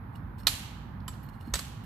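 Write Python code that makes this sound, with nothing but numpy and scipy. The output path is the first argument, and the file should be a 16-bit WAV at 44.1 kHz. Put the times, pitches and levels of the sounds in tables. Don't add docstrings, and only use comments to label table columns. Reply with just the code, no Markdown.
import sys
import numpy as np
from scipy import signal
from scipy.fft import rfft, irfft, next_fast_len
from scipy.io import wavfile
from scipy.ndimage import map_coordinates

SR = 44100
rng = np.random.default_rng(int(sys.argv[2]) if len(sys.argv) > 2 else 0)


def file_out(sig):
    cols = np.atleast_2d(sig).T
    lim = np.clip(cols, -1, 1)
    pcm = np.round(lim * 32767).astype(np.int16)
    wavfile.write(sys.argv[1], SR, pcm)


N = 81585


def amp(db):
    return 10 ** (np.asarray(db) / 20)


def unit(x):
    return x / np.sqrt(np.mean(x ** 2) + 1e-20)


def along(points, hz):
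    f, value = np.transpose(points)
    return np.interp(np.log(hz + 1), np.log(f + 1), value)


def wobble(rate, size=N):
    points = rng.standard_normal(int(size * rate / SR) + 4)
    return map_coordinates(points, [np.arange(size) * rate / SR])


def filtered(x, response):
    m = next_fast_len(N + SR // 4)
    spectrum = rfft(x, m) * response(np.fft.rfftfreq(m, 1 / SR))
    return irfft(spectrum, m)[..., :N]


def pan(db):
    return amp(np.array([[.5], [-.5]]) * db)


def since(start):
    return np.maximum(np.arange(N) / SR - start, 0)


def noise(spectrum, alike, treble_db=0, body_db=0):
    def response(hz):
        turn = np.arccos(np.clip(along(alike, hz), -1, 1)) / 2
        shelves = along([(1500, body_db), (3200, 0.0034), (4800, 0.023), (8500, treble_db)], hz)
        return amp(along(spectrum, hz) + shelves) * [np.cos(turn), np.sin(turn)]

    mid, side = filtered(rng.standard_normal((2, N)), response)
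    return unit(np.array([mid + side, mid - side]))


# t/s, relative level/dB, place on the blade (0-2), crack treble/dB, crack body/dB,
# ring/dB, echo/dB
BLADE_CONTACTS = [(0.4683, -13, 0, 2, 0, 1, 0.5), (0.4779, -22.5, 0, 0, -1, -2.5, 2.5),
                  (1.0787, -34.5, 1, 5, 6, 1.5, 0), (1.5369, -21.5, 2, 1, 2.5, 4.5, 1),
                  (1.5535, -24.5, 2, 0.5, 4.5, -10, 0), (1.590, -28.5, 2, 3.5, 9.5, -2, -5.5)]
# f/Hz, time to fall 60 dB/s,
# then relative level/dB when struck at place 0, at place 1, at place 2
BLADE_MODES = [(550, 0.043, -26, -24, -14.5), (1026, .06, -42.5, -0.5, -16.5), (1282, 0.06, -14.5, -3, -19),
               (1807, .04, -15.5, -11, -8.5), (2415, 0.062, -15.5, -20, -44), (3028, 0.034, -15, -1, -17),
               (3310, .06, -13, -27, -23), (3672, .04, -4.5, -12, -14), (3988, 0.04, -7, -17, -28),
               (4090, 0.028, -3.5, -27, -18), (4240, 0.055, -4.5, -17, -12.5),
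               (4590, 0.079, -15, -26, -12.5), (5490, .035, -17, -11, -7), (5920, 0.021, -20.5, -37, -3),
               (6530, 0.031, -27, -30, -0.5), (7400, 0.089, -18.5, -6, -15), (7850, 0.12, -22.5, -8, -12),
               (8110, 0.053, -26, -13, -8.5), (8730, 0.079, -24, -11.5, -13.5),
               (10270, .045, -27.5, -4, -20), (11370, 0.055, -13, -7, -34)]
RING_DB, RING_ATTACK_S = -3, 0.0019
RING_BLUR_RAD, RING_SPLIT_RAD = 0.45, 0.32


def blades():
    out = np.zeros((2, N + SR))
    t = np.arange(SR // 5) / SR
    rise = 1 - np.exp(-(t / RING_ATTACK_S) ** 2)
    for start, db, place, _, _, ring_db, _ in BLADE_CONTACTS:
        first = round(start * SR)
        for hz, t60, *place_db in BLADE_MODES:
            level = db + RING_DB + ring_db + place_db[place]
            phase = rng.uniform(0, 2 * np.pi) + RING_SPLIT_RAD * rng.standard_normal((2, 1))
            phase = phase + RING_BLUR_RAD * wobble(250, len(t))
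            tone = np.sin(2 * np.pi * hz * t + phase)
            out[:, first:first + len(t)] += amp(level - 60 * t / t60) * rise * tone
    return out[:, :N]


# f/Hz, relative level/dB
CRACK_COLOUR = [(150, -5.5), (450, -9.5), (1200, -0.5), (2200, -3), (4000, 2), (5200, 0.5), (7000, -3),
                (10000, -6), (14000, -5.5)]
# f/Hz, likeness (1 = the same on both sides)
STEEL_LIKENESS = [(400, 0.77), (3000, .85), (7000, 0.32), (12000, .1)]
CRACK_DB, CRACK_ATTACK_S, CRACK_T60_S = -2, 0.0015, 0.033
RATTLE_DB, RATTLE_T60_S = -12.5, 0.12


def cracks():
    out = np.zeros((2, N))
    for start, db, _, treble_db, body_db, *_ in BLADE_CONTACTS:
        t = since(start)
        rise = 1 - np.exp(-(t / CRACK_ATTACK_S) ** 2)
        fade = amp(-60 * t / CRACK_T60_S) + amp(RATTLE_DB - 60 * t / RATTLE_T60_S)
        hiss = noise(CRACK_COLOUR, STEEL_LIKENESS, treble_db, body_db)
        out += amp(db + CRACK_DB) * rise * fade * hiss
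    return out


# f/Hz, time to fall 60 dB/s
WOOD_FADE = [(300, 0.66), (1200, .7), (3000, 0.92), (6000, .65), (10000, 0.47), (14000, 0.5)]
# f/Hz, relative level/dB
WOOD_SPECTRUM = [(200, -11), (550, -5), (1200, 0), (2300, 2.5), (3000, 5.5), (3700, 3), (4300, 4),
                 (5000, 0), (7500, 2.5), (9500, 1), (11500, 3), (14400, -3.5)]
WOOD_DB, WOOD_PAN_DB, WOOD_RISE_S = -20, -4, 0.004
TRUNK_LUMP_DB = 0.7


def wood():
    hiss = noise(WOOD_SPECTRUM, [(1000, 0)])
    hz, t, frames = signal.stft(hiss, SR, nperseg=256)
    t60 = along(WOOD_FADE, hz)[:, None]
    power = np.zeros(frames.shape[1:])
    for start, db, *_, echo_db in BLADE_CONTACTS:
        age = np.maximum(t - start, 0)
        rise = 1 - np.exp(-age / WOOD_RISE_S)
        power += (amp(db + echo_db - 60 * age / t60) * rise) ** 2
    lumps = amp(TRUNK_LUMP_DB * rng.standard_normal(len(t)))
    tail = signal.istft(frames * np.sqrt(power) * lumps, SR, nperseg=256)[1][:, :N]
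    return amp(WOOD_DB) * pan(WOOD_PAN_DB) * tail


LINGER_DB, LINGER_T60_S = -16, 0.59


def linger(ring):
    t = np.arange(SR) / SR
    tail = rng.standard_normal((2, SR)) * amp(-60 * t / LINGER_T60_S)
    smeared = signal.fftconvolve(ring, tail / np.linalg.norm(tail[0]), axes=1)[:, :N]
    return amp(LINGER_DB) * pan(WOOD_PAN_DB) * smeared


# t/s, level/dB, starting f/Hz, length/s
STEEL_SQUEAKS = [(1.226, -59.5, 11200, 0.018), (1.235, -60, 12800, 0.019), (1.259, -62, 13200, .012)]
SQUEAK_GLIDE_HZ_PER_S, SQUEAK_BLUR_RAD = 47000, 1.9


def squeaks():
    out = np.zeros(N)
    for start, db, hz, length in STEEL_SQUEAKS:
        t = np.minimum(since(start), length)
        mean_hz = hz + SQUEAK_GLIDE_HZ_PER_S * t / 2
        phase = 2 * np.pi * mean_hz * t + SQUEAK_BLUR_RAD * wobble(700)
        out += amp(db) * np.sin(np.pi * t / length) * np.sin(phase)
    return out


# t/s, relative level/dB, length/s (the peak is halfway), treble/dB
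SCRAPES = [(0.122, -71.5, 0.032, 9), (0.149, -60.5, 0.018, -2), (.378, -56, 0.026, 0),
           (.402, -58.5, 0.011, 5), (0.429, -62, .012, 0), (1.001, -61.5, 0.0075, -22),
           (1.127, -59, 0.015, -11), (1.225, -64.5, 0.035, 1), (1.286, -58, 0.011, 2),
           (1.317, -68, .06, 0.5), (1.397, -61.5, 0.037, 0), (1.434, -63.5, 0.085, 1),
           (1.837, -56.5, 0.0081, 3)]
# f/Hz, relative level/dB
SCRAPE_COLOUR = [(300, 7.5), (1500, -4.5), (2500, -5.5), (4300, -4), (6100, -10), (8500, -3.5),
                 (9500, -6.5), (14000, -0.5)]
# f/Hz, relative level/dB
STEEL_TONES = [(2870, -10), (4250, -10.5), (5380, -15), (8750, -18.5)]
TONE_WAVER_RATE = 110
SCRAPE_TAIL_DB, SCRAPE_TAIL_T60_S = -8.5, 0.28


def scrapes():
    out = np.zeros((2, N))
    tones = np.zeros(N)
    for hz, db in STEEL_TONES:
        tones += amp(db) * wobble(TONE_WAVER_RATE) * np.sin(2 * np.pi * hz * since(0))
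    for start, db, length, treble_db in SCRAPES:
        t = since(start)
        u = 2 * t / length
        stroke = (u * np.exp(1 - u)) ** 2
        tail = (1 - np.exp(-u)) * amp(SCRAPE_TAIL_DB - 60 * t / SCRAPE_TAIL_T60_S)
        grain = amp(db + 2.9 * wobble(430))
        hiss = noise(SCRAPE_COLOUR, STEEL_LIKENESS, treble_db)
        out += grain * (stroke + tail) * (hiss + tones)
    return out


# t/s, level/dB, f/Hz, length/s (the peak is about a third of the way)
FOOTFALLS = [(1.4749, -31, 234, 0.016), (1.515, -27, 58.4, 0.073)]
STAMP_SWELL = 2.6


def stamps():
    out = np.zeros(N)
    for start, db, hz, length in FOOTFALLS:
        t = since(start)
        u = np.pi * t / length
        out += amp(db) * (u * np.exp(1 - u)) ** STAMP_SWELL * np.sin(2 * np.pi * hz * t)
    return out


# f/Hz, relative level/dB
RUMBLE_COLOUR = [(15, -48), (25, -23), (31, -19.5), (40, -8.5), (50, -2), (70, -2), (110, -1), (150, -5.5),
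                 (225, -8.5), (270, -14), (340, -21.5), (480, -35), (700, -70)]
# f/Hz, likeness (1 = the same on both sides)
FLOOR_LIKENESS = [(40, 0.87), (120, 0.98), (250, .9), (500, 0.43), (1000, 0.19), (2500, 0.14), (8000, .05)]
RUMBLE_DB, RUMBLE_SWING_DB = -42, 0.92


def rumble():
    return amp(RUMBLE_DB + RUMBLE_SWING_DB * wobble(8.08)) * noise(RUMBLE_COLOUR, FLOOR_LIKENESS)


# f/Hz, relative level/dB
AIR_COLOUR = [(240, -36.5), (400, -10), (719, -7.5), (810, -1), (1030, -3), (1690, -9.5), (2860, -27),
              (3700, -31.5), (3870, -31.5), (8070, -58.5), (10400, -37), (14500, -30.5)]
AIR_DB, AIR_SWING_DB = -54, .3


def air():
    return amp(AIR_DB + AIR_SWING_DB * wobble(5.1)) * noise(AIR_COLOUR, FLOOR_LIKENESS)


# f/Hz, left minus right level/dB
BACKGROUND_PAN = [(40, -2), (250, -4), (1000, -7), (5000, -10), (13000, -0.5)]


def background():
    return filtered(rumble() + air(), lambda hz: pan(along(BACKGROUND_PAN, hz)))


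# f/Hz, left minus right level/dB
DIRECT_PAN = [(200, -3.5), (1200, -7.5), (3000, -12), (4800, -13.5), (6500, 3), (9000, 0.5), (14000, 0)]


def scene():
    ring = blades()
    fencers = ring + cracks() + squeaks() + scrapes() + stamps()
    direct = filtered(fencers, lambda hz: pan(along(DIRECT_PAN, hz)))
    return direct + wood() + linger(ring) + background()


TOP_HZ = 14600


def record(dry):
    return filtered(dry, lambda hz: 1 / np.sqrt(1 + (hz / TOP_HZ) ** 240))


dry = scene()
out = record(dry)
file_out(out)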